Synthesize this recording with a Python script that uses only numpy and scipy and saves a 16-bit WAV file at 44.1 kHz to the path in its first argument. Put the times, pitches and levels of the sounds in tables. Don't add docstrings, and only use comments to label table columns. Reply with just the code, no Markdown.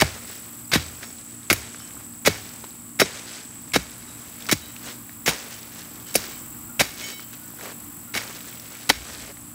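import sys
import numpy as np
from scipy import signal
from scipy.fft import rfft, irfft, next_fast_len
from scipy.io import wavfile
from scipy.ndimage import uniform_filter1d

SR = 44100
rng = np.random.default_rng(int(sys.argv[2]) if len(sys.argv) > 2 else 0)


def ratio(d):
    e = np.asarray(d, float) / 20
    return 10 ** e


def dump_mix(stems):
    frames = np.atleast_2d(stems).T
    limited = np.clip(frames, -1, 1)
    pcm = np.round(limited * 32767).astype(np.int16)
    wavfile.write(sys.argv[1], SR, pcm)


N = 420713


def evened(x):
    return x / np.sqrt(np.mean(x ** 2) + 1e-20)


def shaped(x, points):
    hz, db = np.transpose(points)
    size = next_fast_len(len(x), real=True)
    f = np.fft.rfftfreq(size, 1 / SR)
    gain = ratio(np.interp(np.log(f + 1), np.log(hz), db))
    return irfft(rfft(x, size) * gain, size)[:len(x)]


def add(mix, s, sound):
    part = mix[round(s * SR):][:len(sound)]
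    part += sound[:len(part)]


def resonate(x, hz, width):
    r = np.exp(-np.pi * width / SR)
    edge = (1 - r * r) / 2
    return signal.lfilter([edge, 0, -edge], [1, -2 * r * np.cos(2 * np.pi * hz / SR), r * r], x)


def drift(hz):
    count = int(N / SR * hz) + 2
    return np.interp(np.arange(N), np.linspace(0, N, count), rng.standard_normal(count))


def crackle(count, per_s, spread_db, smooth):
    size = ratio(spread_db * np.minimum(rng.exponential(1, count), 3))
    clicks = size * rng.standard_normal(count) * (rng.random(count) < per_s / SR)
    early, late = rng.standard_normal((2, 48)) * np.exp(-np.arange(48) / 11)
    even = np.arange(count) % 2
    grains = np.convolve(clicks * even, early, "same")
    grains += np.convolve(clicks * (1 - even), late, "same")
    return evened(evened(grains) + smooth * rng.standard_normal(count))


# enter_s, stop_s, enter_level_db, stop_level_db, brightness_db_per_octave
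STEM_PASSES = [(.0, .013, -24.5, -25, -4), (.01, .022, -16.5, -17, -3.5), (.716, 0.74, -29, -22, -5),
               (0.733, 0.759, -18, -15.5, -5), (1.4998, 1.515, -13, -17.5, -4),
               (1.5275, 1.534, -10, -18, 1.5), (2.249, 2.254, -29, -25, -5.5),
               (2.258, 2.279, -17, -16.5, -3.5), (2.99, 3, -34, -25, -1.5), (2.998, 3.024, -14, -21, -3),
               (3.7345, 3.766, -24, -19, -3.5), (4.488, 4.502, -27, -29, -5), (4.512, 4.533, -18, -21, -1),
               (5.259, 5.303, -23.5, -18.5, -3), (6.141, 6.147, -27, -28, 1.5),
               (6.152, 6.16, -17, -16.5, 0), (6.7938, 6.814, -20.5, -13.5, -3),
               (8.137, 8.18, -33, -23.5, -3.5), (8.891, 8.895, -18, -18, -2),
               (8.8976, 8.906, -9, -20.5, -5)]
TEAR_RING_DB = -10
GRIPPED_SHARE = 0.075


def slices():
    tear, force = np.zeros((2, N))
    for enter, stop, enter_db, stop_db, bright_db in STEM_PASSES:
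        noise = crackle(count=8192, per_s=5000, spread_db=4.0, smooth=1.27)
        t = np.arange(len(noise)) / SR
        top_db = 1.18 * bright_db * np.log2(16000 / 2500)
        colour = [(300, 0.0), (1000, -2.0), (1900, 4.5), (2500, 2.5), (16000, top_db)]
        lumps_db = 2 * evened(uniform_filter1d(rng.standard_normal(len(t)), 110))
        length = stop - enter
        level_db = np.interp(t, [0, length, length + 0.013, .18],
                             [enter_db, stop_db, stop_db - 15.5, stop_db - 40.5])
        onset = np.minimum(t / 0.0013, 1)
        sound = evened(shaped(noise, colour)) * ratio(level_db + lumps_db) * onset
        add(tear, enter, sound)
        add(force, enter, sound * ratio(TEAR_RING_DB))
    return tear + ratio(21.5) * blade(force, GRIPPED_SHARE)


# pitch_hz, level_db, t60_s
BLADE_MODES = [(1470, -7, 0.17), (2220, 4, 0.4), (3030, -15, 0.72), (3872, 4, 0.4), (4720, 5, 0.59),
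               (5457, 7.5, 0.64), (6020, 3, 0.39), (6710, 5, 0.32), (9950, -11, .2), (10900, -11.5, .2),
               (11300, -6, 0.24)]


def blade(force, share):
    ring = np.zeros(len(force))
    for hz, db, t60 in BLADE_MODES:
        held_t60 = t60 * share
        ring += ratio(db) * resonate(force, hz, 4.8 / held_t60) * np.sqrt(held_t60)
    return ring


# start_s, knock_level_db, thock_level_db, pitch_factor, jolt_spread_s
SOIL_BLOWS = [(0.0192, -8.5, -3.5, 1.17, .0065), (.7545, -22, -17, .85, .006),
              (1.511, -14, -17.5, 0.89, 0.006), (1.529, -20, -20, .93, 0.0063), (2.2735, -7, -6, .76, .005),
              (3.0158, -4, -7, 0.9, 0.0069), (3.7592, -10, -10, 0.93, .0063), (4.5225, -14, -17, .8, .005),
              (5.277, -19, -16.5, 1.2, 0.014), (6.1532, -21, -13, 1.0, 0.0054),
              (6.8085, -12, -9, 1.1, 0.005), (8.155, -28, -24.5, 1.03, .021), (8.9, -10, -13, 1.05, 0.0078)]
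# weight_db, firmness_pitch_factor, shudder_level_db, shudder_pitch_hz, shudder_t60_s
GROUND_UNDER_BLOW = [(-11, .8, -22, 76, .4), (-10.5, .85, -24, 74, .54), (-15, 0.87, -25.5, 84, 0.42),
                     (-27, .79, -45, 84, .3), (-8.5, 1.184, -29.5, 86, .46), (-6.5, 1.1, -36.5, 87, .48),
                     (-10.5, 1.03, -31, 65.5, 0.34), (-10.5, .85, -32, 70, 0.46), (-15, 1.25, -33, 58, .25),
                     (-18, 1.21, -33, 60.4, 0.31), (-18.5, 0.8, -38, 66, 0.65), (-30, 0.94, -45, 70, .3),
                     (-20, 1.1, -35, 53, 1.5)]
# pitch_hz, t60_s
SOIL_MODES = [
    (1800, 0.006),
    (623, 0.032),
    (307.5, 0.07),
    (156.5, 0.14),
]
DEEP_DB, SHUDDER_LAG_S = 2, .014
KICK_DB, KICK_T60_S, LOOSE_HZ = 3.0, .13, 30


def thuds():
    out, t = np.zeros(N), np.arange(SR) / SR
    for blow, ground in zip(SOIL_BLOWS, GROUND_UNDER_BLOW):
        s, knock_db, thock_db, edge, spread = blow
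        weight_db, body, low_db, low_hz, low_t60 = ground
        deep_db = (weight_db + low_db) / 2 + DEEP_DB
        levels_db = [knock_db, thock_db, weight_db, deep_db]
        for db, (hz, t60), firm in zip(levels_db, SOIL_MODES, [edge, edge, body, body]):
            when, size = rng.random((2, 5))
            jolts = np.zeros(8192)
            jolts[0] = 1
            np.add.at(jolts, (when * spread * SR).astype(int), size - .4)
            shake = np.zeros(len(jolts))
            for detune in (.88, 1.13):
                narrow = resonate(jolts, hz * firm * detune, 3.1 / t60)
                shake += resonate(narrow, hz * firm, 1.2 * hz)
            add(out, s + 0.7 / hz, ratio(db) * shake / abs(shake).max())
        wobble = resonate(rng.standard_normal(SR), low_hz, LOOSE_HZ)
        loose = evened(resonate(wobble, low_hz, 2 * LOOSE_HZ))
        kick = ratio(KICK_DB - 60 * t / KICK_T60_S) * np.sin(2 * np.pi * low_hz * t)
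        swing = kick + .55 * ratio(-60 * t / low_t60) * loose
        add(out, s + SHUDDER_LAG_S, ratio(low_db) * swing * np.minimum(t / 0.0038, 1))
    return out


# start_s, peak_level_db, pitch_hz
EDGE_CRACKS = [(.0208, 1.5, 1450), (.7175, -14, 1280), (.7372, -3, 2140), (.7475, -4, 2000),
               (.751, -5, 2200), (.7575, -5, 1200), (1.5004, -4, 1600), (1.5068, -2, 2000),
               (1.5117, -5, 1500), (1.5283, -9, 2200), (2.259, -7, 2220), (2.264, 1, 2800),
               (2.2743, -1, 1900), (3.002, -8, 2200), (3.006, -4, 2200), (3.0165, 3, 1590),
               (3.0175, -1, 1600), (3.0202, -3, 600), (3.025, -9, 2100), (3.7612, 0, 1100),
               (3.7627, -2, 1700), (4.4935, -10, 2000), (4.494, -12, 1400), (4.4938, -12, 2900),
               (4.514, -7, 2200), (4.525, -5, 1900), (5.2615, -9, 2100), (5.284, -5, 2200),
               (4.5272, 1, 7500), (4.5278, -2, 7000), (4.528, -6, 1900), (5.278, -6, 2150),
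               (6.1422, -12, 8500), (6.143, -11, 11000), (6.1545, -1, 2200), (6.157, 2, 10500),
               (6.1576, 2, 11000), (6.158, 0, 6800), (6.161, -5, 11500), (6.795, -5, 2700),
               (6.8074, -4, 2200), (6.8108, -2, 2300), (8.151, -9, 1910), (8.8983, -1, 2400),
               (8.8998, 1, 4000), (8.902, -8, 720)]
# start_s, peak_level_db, pitch_hz
STEM_SNAPS = [(1.01, -27, 1490), (1.031, -20, 1800), (1.03, -27, 4800), (1.044, -29, 1400),
              (1.212, -30, 4600), (1.431, -33, 3780), (1.7458, -21, 1680), (1.747, -27, 450),
              (1.797, -28, 5450), (1.802, -28, 1300), (1.968, -32, 1150), (2.003, -34, 1400),
              (1.184, -33, 3800), (1.908, -27, 2330), (2.491, -24, 4700), (2.641, -24, 926),
              (2.6415, -28, 3500), (2.707, -32, 4000), (3.12, -26, 3500), (3.127, -27, 1300),
              (3.19, -29, 3300), (3.293, -27, 4500), (3.369, -29, 4900), (3.442, -33, 1610),
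              (3.898, -32, 3300), (4.035, -33, 1400), (4.381, -33, 1710), (3.292, -27, 1800),
              (3.369, -31, 1960), (3.72, -25, 2190), (4.405, -25.5, 3560), (4.423, -24, 3690),
              (4.456, -22, 2250), (4.4665, -19, 4590), (4.488, -15, 1400), (4.4885, -15, 2800),
              (4.764, -21.5, 2830), (5.094, -26, 1630), (5.522, -27, 2460), (5.63, -26, 3830),
              (5.793, -24, 5940), (6.241, -22, 1500), (6.259, -28, 1500), (6.18, -22, 4200),
              (7.005, -29, 3800), (7.034, -26, 2230), (7.089, -23, 2190), (7.088, -28, 4200),
               (7.119, -27, 5900), (7.195, -26, 1450), (7.196, -28, 3800), (7.228, -35, 4200),
               (7.331, -29, 1460), (7.466, -37, 1170), (7.503, -34, 1200), (7.537, -32, 721),
               (7.576, -30, 953), (7.588, -29, 1500), (7.61, -26, 1690), (7.626, -28, 800),
               (7.656, -26, 1800), (7.675, -29, 900), (7.717, -31, 2000), (7.757, -33, 1500),
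               (8.217, -20, 2020), (8.275, -28, 1500), (8.308, -27, 2200), (8.349, -26, 5400),
               (8.36, -25, 5200), (8.356, -27, 6600), (8.366, -26, 5300), (8.371, -28, 6800),
               (8.487, -28, 5500), (8.369, -33, 829), (8.406, -29, 3000), (8.444, -31, 1160),
               (8.476, -28, 6500), (8.483, -24, 9000), (8.527, -27, 2410), (8.573, -31, 3000),
               (8.598, -24, 5200), (8.659, -29, 2500), (8.705, -33, 945), (8.752, -30, 2500),
               (8.81, -31, 2600), (9.019, -27, 2550), (9.099, -28, 1730), (9.278, -28, 600),
               (9.295, -30, 1100), (9.313, -29, 600), (9.371, -30, 2020)]
GRIPPED_RING_DB, FREE_RING_DB = -26, -15


def snaps():
    out, force = np.zeros((2, N))
    t = np.arange(700) / SR
    for k, (s, db, hz) in enumerate(EDGE_CRACKS + STEM_SNAPS):
        burst = rng.standard_normal(len(t)) * (np.exp(-t / .0006) + .12 * np.exp(-t / .005))
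        burst[0] = 4
        sound = resonate(burst, hz, 0.3 * hz) + 0.06 * resonate(burst, max(hz, 3500), 4500)
        sound *= ratio(db - 2.5) / abs(sound).max()
        ring_db = GRIPPED_RING_DB if k < len(EDGE_CRACKS) else FREE_RING_DB
        add(out, s + .0005, sound)
        add(force, s, sound * ratio(ring_db))
    return out + ratio(22) * blade(force, .2)


# start_s, pitch_hz, level_db, t60_s
SINGING_MODES = [(1.05, 5457, -42, 0.25), (1.052, 6710, -45, .4), (1.04, 2225, -51, .25),
                 (1.8, 3058, -50, 0.5), (1.8, 5457, -48, .25), (3.021, 3872, -17, 0.06),
                 (3.022, 5457, -22, .07), (.649, 4850, -36, .03), (4.495, 2225, -29, 0.2),
                 (4.615, 3872, -41, 0.37), (4.615, 3058, -47.5, .6), (6.06, 3058, -47, .4),
                 (6.144, 3872, -26, .1), (6.69, 1405, -48, .3), (2.283, 2225, -32, 0.3),
                 (6.9, 2225, -38, 0.25), (.3, 5457, -49, 0.45), (6.095, 5457, -47, 0.2),
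                 (1.02, 5457, -47, .3), (5.54, 3058, -51, .4), (1.05, 4690, -51, .2),
                 (4.075, 3881, -50, .5), (4.025, 2225, -49, .15), (3.79, 2225, -42, .25),
                 (6.305, 3887, -47, .2), (6.3, 3058, -54, 1.1), (6.29, 2225, -49, .4),
                 (7.05, 4680, -42, .5), (7.1, 4680, -41, .3), (7.01, 6710, -44, .4), (7.018, 2160, -38, .2),
                 (7.12, 2225, -40, .35), (7.12, 3880, -42, .3), (7.015, 5457, -45, .3),
                 (7.03, 3890, -45, .4), (7.06, 2225, -40, .3), (7.09, 2225, -41, .2), (7.14, 3058, -52, .7),
                 (7.13, 5457, -49, .4), (7.012, 2225, -37, .3), (7.0363, 2225, -37, .3),
                 (7.022, 3058, -40, .85), (7.0361, 3058, -41, .3), (7.034, 5457, -35, .3),
                 (7.038, 6710, -35, .25), (7.086, 4680, -39, .3), (7.088, 5457, -41, 0.2),
                 (7.128, 2225, -42, .2), (7.13, 3872, -44, .2), (7.395, 1436, -49, 0.1),
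                 (7.418, 1470, -44, 0.16), (8.08, 1386, -47, .3), (8.73, 1390, -47, 0.27)]


def notes():
    out, t = np.zeros(N), np.arange(SR // 2) / SR
    onset = np.minimum(t / 0.004, 1)
    for s, hz, db, t60 in SINGING_MODES:
        add(out, s, ratio(db - 60 * t / t60) * np.sin(2 * np.pi * hz * t) * onset)
    return out * ratio(2.2 * drift(40))


# start_s, shower_level_db, settling_level_db, settling_fade_db_per_s
LEAF_FALLS = [(.03, -33, -44, 19.5), (.77, -38.5, -48, 8), (1.545, -42, -43, 23), (2.285, -34.5, -41, 30),
              (3.03, -42, -36.5, 28), (3.775, -47, -48, 8), (4.54, -55, -46.5, 17), (5.309, -35.5, -44, 10),
              (6.17, -40, -47, 22), (6.825, -46, -48.5, 7), (8.19, -44, -44.5, 6), (8.915, -55, -45.5, 21)]
# centre_s, level_db, half_length_s, dull_relative_db
SWEEPS = [(0.31, -48, 0.045, -10), (1.033, -41, 0.011, -6), (3.345, -48, 0.046, -18), (4.29, -56, 0.09, -5),
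          (4.884, -42, 0.041, -4), (5.546, -50, 0.03, -23), (5.79, -51, 0.04, -11), (6.1, -49, 0.03, -10),
          (7.339, -43.5, 0.008, -8), (4.45, -51, .04, -2), (6.26, -45, .04, -12), (6.335, -50, .04, -12),
          (8.31, -50, .015, 0), (6.996, -39, .02, -11), (7.04, -43, .03, -5), (8.79, -51, .05, -8),
          (9.1, -44, .06, -5), (9.23, -47, .04, -5), (8.362, -47, .008, -30), (8.483, -49, .006, -30),
          (7.2, -51, .03, -8), (6.93, -50, .04, -8), (9.7, -46, 0.025, -4), (7.655, -44, 0.05, 4),
          (7.105, -40, 0.025, -8), (8.202, -48, .03, -10), (9.295, -53, 0.015, 7), (0.423, -62, 0.061, -14),
          (2.646, -48, 0.0057, -0.5)]
# pitch_hz, density_db_per_hz
LEAF_COLOUR = [(710, -43), (1200, 3.5), (1510, 4), (8170, -0.5), (12100, -9), (14700, -32), (16000, -37)]
SHOWER_DB_PER_S, SHOWER_DULL_DB, SETTLE_DULL_DB = 131, -2.5, -5
TRAIL = 1.15


def rustle():
    t = np.arange(N) / SR
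    crisp_gain, dull_gain = np.zeros((2, N))
    for s, shower_db, settle_db, fade_db in LEAF_FALLS:
        first = round(s * SR)
        span = slice(first, first + 2 * SR)
        since = t[span] - s
        shower = ratio(shower_db - SHOWER_DB_PER_S * since)
        settle = ratio(settle_db - fade_db * since)
        crisp_gain[span] = shower + settle
        dull_gain[span] = shower * ratio(SHOWER_DULL_DB) + settle * ratio(SETTLE_DULL_DB)
    for s, db, half, dull_db in SWEEPS:
        swell = np.arange(0, .5, 1 / (4 * half * SR))
        die_away = np.arange(.5, 1, 1 / (4 * TRAIL * half * SR))
        sweep = ratio(db) * np.sin(np.pi * np.r_[swell, die_away]) ** 2
        add(crisp_gain, s - 2 * half, sweep)
        add(dull_gain, s - 2 * half, sweep * ratio(dull_db))
    crisp = shaped(leaves(), [(600, -30)] + LEAF_COLOUR[1:])
    dull = shaped(crackle(count=N, per_s=600, spread_db=3.0, smooth=1.6),
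                  [(150, -24), (400, 4.5), (1200, -4), (2400, -5.5), (5000, -23.5)])
    flutter_db = 1.3 * drift(45)
    return (evened(crisp) * crisp_gain + evened(dull) * dull_gain) * ratio(flutter_db)


def leaves():
    ticks = np.zeros(N)
    for hz in np.geomspace(1500, 9000, num=6):
        grains = crackle(count=N, per_s=520, spread_db=3.0, smooth=.85)
        ticks += evened(resonate(grains, hz, .45 * hz)) * np.sqrt(hz)
    return evened(ticks) + .6 * rng.standard_normal(N)


# time_s, chorus_level_db, bush_cricket_level_db
INSECT_LEVELS = [(0, -44, -48), (.8, -44, -49), (1.7, -43.5, -56), (2.36, -45, -49), (3.5, -44.5, -57),
                 (4.1, -45.5, -55), (4.3, -46.5, -47), (5.85, -50, -48.5), (6.4, -45.5, -45),
                 (7.1, -49, -43.5), (7.76, -47.5, -46.5), (8.8, -48.5, -47), (9.01, -46, -51),
                 (9.54, -46.5, -52)]
THROB_HZ = 47.2
UPPER_DB = -53.5


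def insects():
    t = np.arange(N) / SR
    s, *levels = np.transpose(INSECT_LEVELS)
    chorus_db, cricket_db = (np.interp(t, s, db) for db in levels)
    turns = np.cumsum(THROB_HZ * (1 + 0.0043 * drift(1.7))) / SR
    teeth = crackle(count=N, per_s=4000, spread_db=0.0, smooth=0.28)
    throb = 1 + 0.3 * np.cos(2 * np.pi * turns + 3 * drift(1.6))
    chorus = resonate(resonate(teeth, 7950, 570), 7770, 730) * throb
    upper = resonate(resonate(rng.standard_normal(N), 9950, 1300), 9720, 1500)
    bands = evened(chorus) * ratio(chorus_db) + evened(upper) * ratio(UPPER_DB + .9 * drift(2.5))
    return bands + cricket(cricket_db, turns)


# start_s, peak_level_db
LONE_STROKES = [
    (3.4594, -41),
    (3.5444, -36),
    (3.6157, -39),
    (3.6844, -37),
    (3.8272, -34),
    (3.905, -32),
    (3.9774, -36),
]
# pitch_hz, width_hz, level_db
WING_MODES = [(12600, 600, -7), (13250, 400, -2), (13700, 400, -1), (14150, 400, 0), (14600, 400, 0),
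              (15050, 400, -1), (15400, 350, -4)]


def cricket(level_db, turns):
    throb = .5 + .5 * np.cos(2 * np.pi * turns + 1.2 * drift(6))
    stroke = ratio(level_db) * (0.33 + throb ** 1.05)
    for s, db in LONE_STROKES:
        add(stroke, s, ratio(db - 10) * signal.windows.hann(420))
    teeth = rng.standard_normal(N)
    wing = np.zeros(N)
    for hz, width, db in WING_MODES:
        wing += ratio(db + 2.3 * drift(3)) * resonate(resonate(teeth, hz, width), hz, 4 * width)
    return 1.27 * evened(wing) * stroke


# start_s, pitch_hz, width_hz, level_db
NEARER_SINGER = (8.5, 9980, 160, -58)


def late_cricket():
    s, hz, width, db = NEARER_SINGER
    trill = evened(resonate(resonate(rng.standard_normal(N), hz, width), hz, 2 * width))
    return ratio(db) * trill * np.clip((np.arange(N) / SR - s) / .05, 0, 1)


# pitch_hz, density_db_per_hz
AIR_COLOUR = [(15, -59.5), (25, -10.5), (108, -5), (202, -6), (231, -1), (366, -10.5), (397, -22.5),
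              (1210, -14), (1670, -21), (4950, -30.5), (6850, -30), (7630, -7.5), (8980, -24.5),
              (13900, -17.5), (16300, -33)]
# multiple, level_db
HUM_HARMONICS = [(2, -54.5), (3, -58), (4, -51), (5, -54.5), (6, -63.5)]
AIR_DB, HUM_HZ = -45, 58.66


def distance():
    wash = evened(shaped(rng.standard_normal(N), AIR_COLOUR)) * ratio(AIR_DB + 2.0 * drift(4))
    turns = np.cumsum(HUM_HZ * (1 + 0.00407 * drift(2))) / SR
    hum = np.zeros(N)
    for k, db in HUM_HARMONICS:
        hum += ratio(db + 1.5 + 2.0 * drift(9)) * np.sin(2 * np.pi * k * turns + drift(14))
    return wash + hum


def scene():
    strokes = slices() + thuds() + snaps() + notes()
    return (strokes + rustle() + insects() + late_cricket() + distance())[None]


def top_cut(x):
    return signal.sosfilt(signal.butter(12, 16460, fs=SR, output="sos"), x)


EDGE_HZ = 15770
DUCK_FROM_DB, DUCK_SHARE, RECOVER_DB_PER_S = -29.5, 0.15, 73


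def record(dry):
    cut = signal.sosfilt(signal.butter(3, 48, "high", fs=SR, output="sos"), dry)
    lowpass = signal.firwin(1023, EDGE_HZ, window=("kaiser", 9), fs=SR)
    cut = signal.oaconvolve(cut, lowpass[None], "same")
    average = np.ones(880) / 880
    power_db = 10 * np.log10(signal.oaconvolve(cut[0] ** 2, average)[:N].clip(1e-12))
    fall = np.arange(N) * RECOVER_DB_PER_S / SR
    held_db = np.maximum.accumulate(power_db + fall) - fall
    over_db = np.maximum(held_db - DUCK_FROM_DB, 0)
    cut = cut / ratio(DUCK_SHARE * signal.oaconvolve(over_db, average)[:N])
    mix = np.clip(cut, -.92, .92)
    return top_cut(mix)


dry = scene()
out = record(dry)
dump_mix(out)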